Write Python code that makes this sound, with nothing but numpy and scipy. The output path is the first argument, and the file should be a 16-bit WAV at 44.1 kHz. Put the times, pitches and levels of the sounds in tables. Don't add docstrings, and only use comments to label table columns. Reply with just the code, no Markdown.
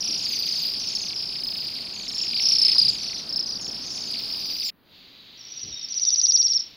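import sys
import numpy as np
from scipy import signal
from scipy.fft import rfft, irfft
from scipy.io import wavfile
from scipy.ndimage import uniform_filter1d

SR = 44100
rng = np.random.default_rng(int(sys.argv[2]) if len(sys.argv) > 2 else 0)


def transcribe(signal):
    frames = np.atleast_2d(signal).T
    limited = np.clip(frames, -1, 1)
    pcm = np.round(limited * 32767).astype(np.int16)
    wavfile.write(sys.argv[1], SR, pcm)


N = 298116
TIME = np.arange(N) / SR
SWITCH_S = 4.705
SLOW_FILL = 0.98

# (position [share of length], pitch [share of top pitch], level [dB])
ARCH_SWEEP = [(0, 0.634, -4), (.1, .92, 4), (.2, 0.99, 1), (.33, 0.94, 0), (.68, .9, 2), (.78, .75, -5.5),
              (.88, 0.452, -10.5), (1, .43, -33)]
SAW_SWEEP = [(0, .64, -14), (.05, .85, -1), (.1, 1, -1), (.2, .98, -2), (.45, .925, 0), (.82, .865, 0),
             (.9, .7, -9), (1, .51, -24)]
# (third harmonic [dB], gain at the foot of the plunge [dB])
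FRONT_QUICK_TRILLS = [ (.004, 8, .004, 0.31, 6000, 6065, 5910, -29.5, -23, -32, -33, 4),
                      (.253, 15, 0.0037, .45, 5060, 5220, 5070, -29.5, -25, -26, -22.5, -15),
                      (.474, 13, -0.0057, .5, 5500, 5450, 5750, -29.5, -31, -29, -33, -8),
                      (.886, 8, -0.0028, .3, 5750, 5690, 5300, -32.5, -29.5, -31.5, -38, 0),
                      (1.159, 8, -0.0029, 0.44, 5510, 5480, 5420, -28, -31, -30.5, -38, -10),
                      (1.433, 12, 0.0041, 0.11, 5310, 5480, 4980, -29, -29, -30.5, -25, 0.5),
                      (1.819, 8, -0.011, .5, 5520, 5500, 4400, -44, -40, -35, -37, 12),
                      (2.078, 10, .003, 0.38, 5720, 5830, 4910, -29.5, -24, -26, -37, 6),
                      (2.368, 5, .001, .5, 5490, 5670, 5490, -23.5, -21.5, -30.5, -36, -1),
                      (2.420, 15, -0.0023, 0.2, 5880, 5777, 5153, -20, -14, -17.5, -48, -18),
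                      (2.911, 10, -.001, 0.41, 5120, 5000, 4440, -41, -30, -38, -41, 4.5),
                      (3.290, 9, .003, 0.29, 5540, 5660, 5110, -25, -21.5, -29, -37, -13),
                      (3.61, 8, 0.002, 0.38, 5730, 5690, 5630, -31.5, -29.5, -38, -33, 0),
                      (3.904, 9, .001, 0.31, 5780, 5730, 4900, -31.5, -33, -27.5, -33, -0.5),
                      (4.186, 16, 0.0055, 0.45, 5590, 5283, 5470, -32, -30.5, -28.5, -21, -3.5),
                      (4.268, 13, .001, .7, 5050, 5180, 5090, -35, -29, -28, -23, -2.5)]
# (the ten trill columns, period [s])
FRONT_HIGH_TRILLS = [ (.176, 5, 0.0096, 0.47, 7040, 7040, 6370, -42, -39.5, -31, 0.041),
                     (.385, 7, -0.00023, 0.9, 6150, 7020, 6740, -36.5, -43, -59, 0.041),
                     (0.794, 8, 0.0034, 0.34, 6290, 7070, 6280, -33.5, -39, -47, 0.045),
                     (0.914, 4, -0.00053, .65, 6200, 6860, 6550, -49, -34.5, -38, 0.046),
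                     (1.935, 7, .001, 0.46, 6950, 7220, 7430, -38, -44.5, -41.5, .0465),
                     (2.42, 10, 0.015, 0.6, 6450, 6450, 6800, -40, -47, -47, 0.051),
                     (2.886, 2, 0.0028, .5, 7670, 7660, 7550, -43, -43, -43, 0.042),
                     (2.982, 6, -.004, 0.53, 5960, 5930, 6230, -32.5, -28.5, -35.5, 0.039),
                     (3.462, 4, .001, 0.66, 6160, 5930, 5900, -36.5, -32.5, -35, 0.039),
                     (3.610, 2, 0, .5, 7000, 7100, 7200, -35, -38, -39, 0.039),
                     (3.821, 6, -0.011, .4, 6250, 7370, 6940, -39, -44.5, -40.5, .047),
                     (3.849, 7, -0.0019, 0.4, 6540, 6550, 6330, -39.5, -39, -49, .046),
                     (4.390, 5, -0.0078, 0.34, 6050, 6070, 6030, -40, -41, -31, 0.059),
                     (4.651, 1, 0.0049, .5, 7630, 7680, 7600, -38.5, -39, -39, .045)]


def front_birds(quick_period_s=.0329, quick_length_s=.029):
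    quick, high = np.zeros(N), np.zeros(N)
    for *shape, third_db, plunge_db in FRONT_QUICK_TRILLS:
        for s, top_hz, db in trill(quick_period_s, *shape):
            note = chirp(ARCH_SWEEP, quick_length_s, top_hz, db, (-35, third_db), plunge_db, waver=.013)
            add(quick, s, note)
    for *shape, period_s in FRONT_HIGH_TRILLS:
        for s, top_hz, db in trill(period_s, *shape):
            add(high, s, syllable(SAW_SWEEP, SLOW_FILL * period_s, top_hz, db, overtones_db=(-30, -45)))
    quick_envelope = np.sqrt(np.abs(uniform_filter1d(quick ** 2, size=40)))
    rasp = from_db(-36) * quick_envelope * rng.standard_normal(N)
    return with_echoes(quick + rasp, wet_db=-13.5, t60=.15) + with_echoes(high, wet_db=-7.5, t60=.36)


# (position [share of length], pitch [share of top pitch], level [dB])
HOOK_SWEEP = [(0, 0.6, -8.5), (.055, .87, -0.5), (.1, 0.98, 0), (.2, 0.96, -2.5), (.45, .92, 1),
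              (.79, .878, 1), (.85, .69, -12.5), (.92, .54, -24.5), (1, 0.58, -32)]
# (frequency [Hz], gain [dB])
CLOSE_COLOUR = [(3200, -2.5), (4500, 1), (5500, -2.5), (5850, -5), (6150, -15.5), (6500, -28.5)]
# (the ten trill columns, period [s])
CLOSE_SONG = [ (5.371, 9, .002, .4, 6120, 6430, 6000, -47, -32, -34, 0.055),
              (5.886, 13, .003, .48, 6390, 6420, 6030, -20.5, -8.5, -14, .0539),
              (6.592, 1, 0, .5, 6010, 6000, 6000, -18, -18, -18, .018)]


def close_bird(turned_away=0.4):
    direct, to_wall = np.zeros(N), np.zeros(N)
    notes = [(s, SLOW_FILL * period_s, top_hz, db)
             for *shape, period_s in CLOSE_SONG for s, top_hz, db in trill(period_s, *shape)]
    loudest_db = max(db for *_, db in notes)
    for s, length, top_hz, db in notes:
        note = syllable(HOOK_SWEEP, length, top_hz, db, waver=.0052, colour=CLOSE_COLOUR)
        add(direct, s, note)
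        add(to_wall, s, note * from_db(turned_away * (loudest_db - db)))
    reflected = with_echoes(to_wall, wet_db=-10, t60=.36) - to_wall
    return direct + reflected


def trill(period_s, start_s, count, lag_s, crest, first_hz, crest_hz, last_hz, first_db, crest_db, last_db):
    along = np.linspace(0, 1, int(round(count)))
    stages = [0, np.clip(crest, .01, .99), 1]
    early, sharp, strong = rng.standard_normal((len(along), 3)).T
    s = start_s + period_s * np.arange(len(along)) + lag_s * np.sin(np.pi * along) - .0005 * early
    hz = np.interp(along, stages, [first_hz, crest_hz, last_hz]) * (1 + .006 * sharp)
    db = np.interp(along, stages, [first_db, crest_db, last_db]) + 1.9 * strong
    return zip(s, hz, db)


# (frequency [Hz], gain [dB])
HARMONIC_CARRY = [(7800, -1.5), (9700, 2), (12500, -1.5), (14500, 2)]


def syllable(sweep, length, top_hz, level_db, overtones_db=(), waver=.011, colour=None):
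    share, ratio, db = np.transpose(sweep)
    along = np.linspace(0, 1, int(max(length, .005) * SR))
    wobble = np.interp(along, np.linspace(0, 1, 9), rng.standard_normal(9))
    hz = uniform_filter1d(top_hz * np.interp(along, share, ratio) * (1 + waver * wobble), size=60)
    phase = 2 * np.pi * np.cumsum(hz) / SR + rng.uniform(0, 2 * np.pi)
    from_edge_s = np.minimum(along, 1 - along) * length
    fades = np.sin(np.pi / 2 * np.minimum(1, from_edge_s / .0015)) ** 2
    effort = from_db(np.interp(along, share, db))
    gain = fades * effort * from_db(level_db + (at_hz(colour, hz) if colour else 0))
    tone = np.sin(phase)
    for k, overtone_db in enumerate(overtones_db, 2):
        strength = from_db(overtone_db + at_hz(HARMONIC_CARRY, k * hz)) * np.minimum(effort, 1)
        tone += strength * np.sin(k * phase) * (k * hz < SR / 2)
    return uniform_filter1d(gain, size=24) * tone


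def chirp(sweep, length, top_hz, level_db, overtones_db, plunge_db, waver):
    lift = np.clip(rng.normal(0, .2), -.5, .5)
    sweep = [(share, ratio * (1 + lift * (1 - ratio) ** 2), db) for share, ratio, db in sweep]
    colour = [(2600, rng.normal(plunge_db, 3.5)), (4700, .0057)]   # (frequency [Hz], gain [dB])
    return syllable(sweep, length, top_hz, level_db, rng.normal(overtones_db, 3.5), waver, colour)


# (position [share of length], pitch [share of top pitch], level [dB])
DEEP_SWEEP = [(0, 0.613, -15), (.08, .92, 1), (.16, 0.99, 5.5), (.28, .94, -4.5), (.62, .85, 3.5),
              (.7, .69, -3), (.78, 0.5217, -7.5), (.88, 0.42, -16), (1, 0.4, -23)]


def chorus(birds, period_s, length_s, first_hz, last_hz):
    voices = np.zeros(N)
    for _ in range(birds):
        s = rng.uniform(0, period_s)
        counts = rng.integers(10, 22, size=18)
        paces, pitches = rng.normal(1, .05, size=18), rng.normal(1, .025, size=18)
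        for count, pace, pitch in zip(counts, paces, pitches):
            for along in np.linspace(0, 1, count):
                if s < SWITCH_S:
                    top_hz = pitch * (first_hz + along * (last_hz - first_hz))
                    db = 6 * np.sin(np.pi * along) + rng.normal(0, 1.9)
                    add(voices, s, chirp(DEEP_SWEEP, length_s * pace, top_hz, db,
                                         overtones_db=(-29, -35), plunge_db=.4, waver=.0177))
                s += period_s * pace * rng.normal(1, .03)
    power = np.maximum(uniform_filter1d(voices ** 2, size=SR // 6), 0)
    return voices / np.sqrt(power + .01 * np.mean(voices ** 2))


# (time [s], relative level [dB])
FLOCK_SWELL = [
    [(0.0, -33), (0.62, -33), (1.0, -37), (1.53, -36), (2.03, -40), (2.58, -31), (2.75, -30.5), (2.87, -33),
     (3.15, -39)],
    [(3.26, -40.5), (3.388, -46.5), (3.51, -45.5), (3.752, -41), (4.278, -35), (4.48, -39.5)],
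]
# (frequency [Hz], relative density [dB])
HISS_SPECTRUM = [(1200, -38.5), (2000, 5), (3500, 13), (6000, 12), (8000, -3.5), (10000, -3.5),
                 (12500, -3.5), (15500, -9.5)]


def deep_flock(hiss_follows=0.61):
    swell_db = np.interp(TIME, *np.vstack(FLOCK_SWELL).T)
    voices = chorus(birds=3, period_s=.033, length_s=.034, first_hz=5550, last_hz=4950)
    hiss = from_db(swell_db * hiss_follows - 26.5) * stereo_noise(HISS_SPECTRUM)
    return with_echoes(from_db(swell_db + 3) * voices, wet_db=-8.5, t60=.22) + hiss


# (time [s], length [s], pitch [Hz], base level [dB])
FAR_NOTES = [(5.097, 0.22, 3930, -61.5), (5.719, .125, 3725, -48.5), (6.047, .07, 3670, -49)]


def far_whistles():
    notes = np.zeros(N)
    slight_sag = [(0, 1.01, 4.5), (.3, 1, 8.2), (1, .99, 8)]
    for s, length, hz, db in FAR_NOTES:
        add(notes, s, syllable(slight_sag, length, hz, db, waver=.0058))
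    return with_echoes(notes, wet_db=-1.5, t60=.19)


# (time [s], length [s], band frequency [Hz], level [dB])
BRANCH_STIRS = [(.085, 0.034, 313, -40.5), (2.754, 0.018, 1190, -43), (2.8, 0.21, 151, -45),
                (3.678, 0.037, 447, -41), (4.112, 0.0075, 10000, -41.5), (5.625, 0.14, 114.6, -50),
                (5.631, 0.13, 320, -51), (6.393, 0.07, 100, -57.5)]


def branch_stirs():
    bursts = np.zeros(N)
    for s, length, hz, db in BRANCH_STIRS:
        band = signal.butter(2, [hz * .54, hz * 1.3], "band", fs=SR, output="sos")
        noise = rms_one(signal.sosfilt(band, rng.standard_normal(SR)))
        along = np.linspace(0, 1, int(length * SR))
        add(bursts, s, from_db(db) * noise[-len(along):] * np.sin(np.pi * along ** .68))
    return bursts


# (time [s], level [dB])
WASH_SPECTRUM = [(1300, -26), (2000, -10), (2600, -6), (3900, 1.5), (4700, -1), (5500, -20), (6800, -22.5),
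                 (8200, -44.5)]
WASH_SWELL = [(4.7, -85.5), (4.83, -69), (4.95, -51), (5.25, -50), (5.55, -46), (6.2, -46), (6.55, -47),
              (6.75, -50.5)]


def distant_birds():
    return from_db(np.interp(TIME, *np.transpose(WASH_SWELL))) * stereo_noise(WASH_SPECTRUM)


# (frequency [Hz], relative density [dB])
RUMBLE_SPECTRUM = [(15, -34), (25, -1), (43, -9), (201, 0.5), (310, -2.5), (346, -5.5), (372, -4.5),
                   (497, -10), (689, -8.5), (937, -12.5), (1900, -16.5), (2470, -48.5), (4180, -120)]


def town_rumble():
    drift_db = np.interp(TIME, [0, 1.5, 3.7, 4.52, 4.62], [.5, -.5, 1.5, 0, -6.5])
    return from_db(-47.5 + drift_db) * stereo_noise(RUMBLE_SPECTRUM)


# (frequency [Hz], relative density [dB])
QUIET_SPECTRUM = [(30, -8.5), (70, -3), (120, -2), (220, 0), (400, -6.5), (800, -11.5), (1500, -12),
                  (3000, -22.5), (8000, -46.5), (12500, -26.5), (15500, -21)]


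def quiet_background():
    rise_db = np.interp(TIME, [4.8, 4.95], [-4, 0])
    return from_db(-57.5 + rise_db) * stereo_noise(QUIET_SPECTRUM)


# (frequency [Hz], correlation [0-1])
STEREO_LIKENESS = [(40, .3), (125, .42), (250, 0.76), (500, 0.77), (1000, 0.92), (2500, 1)]


def stereo_noise(spectrum):
    hz = np.arange(N // 2 + 1) * SR / N
    alike = np.clip(at_hz(STEREO_LIKENESS, hz), 0, 1)
    mid, side = rfft(rng.standard_normal((2, N))) * from_db(at_hz(spectrum, hz))
    return rms_one(irfft(np.sqrt(1 + alike) * mid + np.sqrt(1 - alike) * side * [[1], [-1]], N))


def with_echoes(x, wet_db, t60, count=160):
    delay_s = .003 + rng.random(count) ** 2 * t60
    strength = rng.standard_normal(count) * from_db(-60 * delay_s / t60)
    response = np.zeros(SR)
    response[(delay_s * SR).astype(int)] = strength
    response *= from_db(wet_db) / np.sqrt(np.sum(response ** 2))
    return x + signal.fftconvolve(x, response)[:N]


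def from_db(db):
    return 10 ** (np.asarray(db) / 20)


def rms_one(x):
    return x / np.sqrt(np.mean(x ** 2) + 1e-20)


def at_hz(points, hz):
    point_hz, values = np.transpose(points)
    return np.interp(np.log(np.maximum(hz, 1)), np.log(point_hz), values)


def add(track, s, sound):
    start = int(np.clip(s * SR, 0, N))
    track[start:start + len(sound)] += sound[:N - start]


def scene():
    at_tree = np.clip((SWITCH_S - TIME) / .003, 0, 1)
    tree = town_rumble() + front_birds() + deep_flock()
    quiet_spot = distant_birds() + close_bird() + far_whistles() + quiet_background()
    return at_tree * tree + (1 - at_tree) * quiet_spot + branch_stirs()


def record(dry):
    return signal.sosfilt(signal.ellip(10, .1, 80, 15700, fs=SR, output="sos"), dry)


dry = scene()
out = record(dry)
transcribe(out)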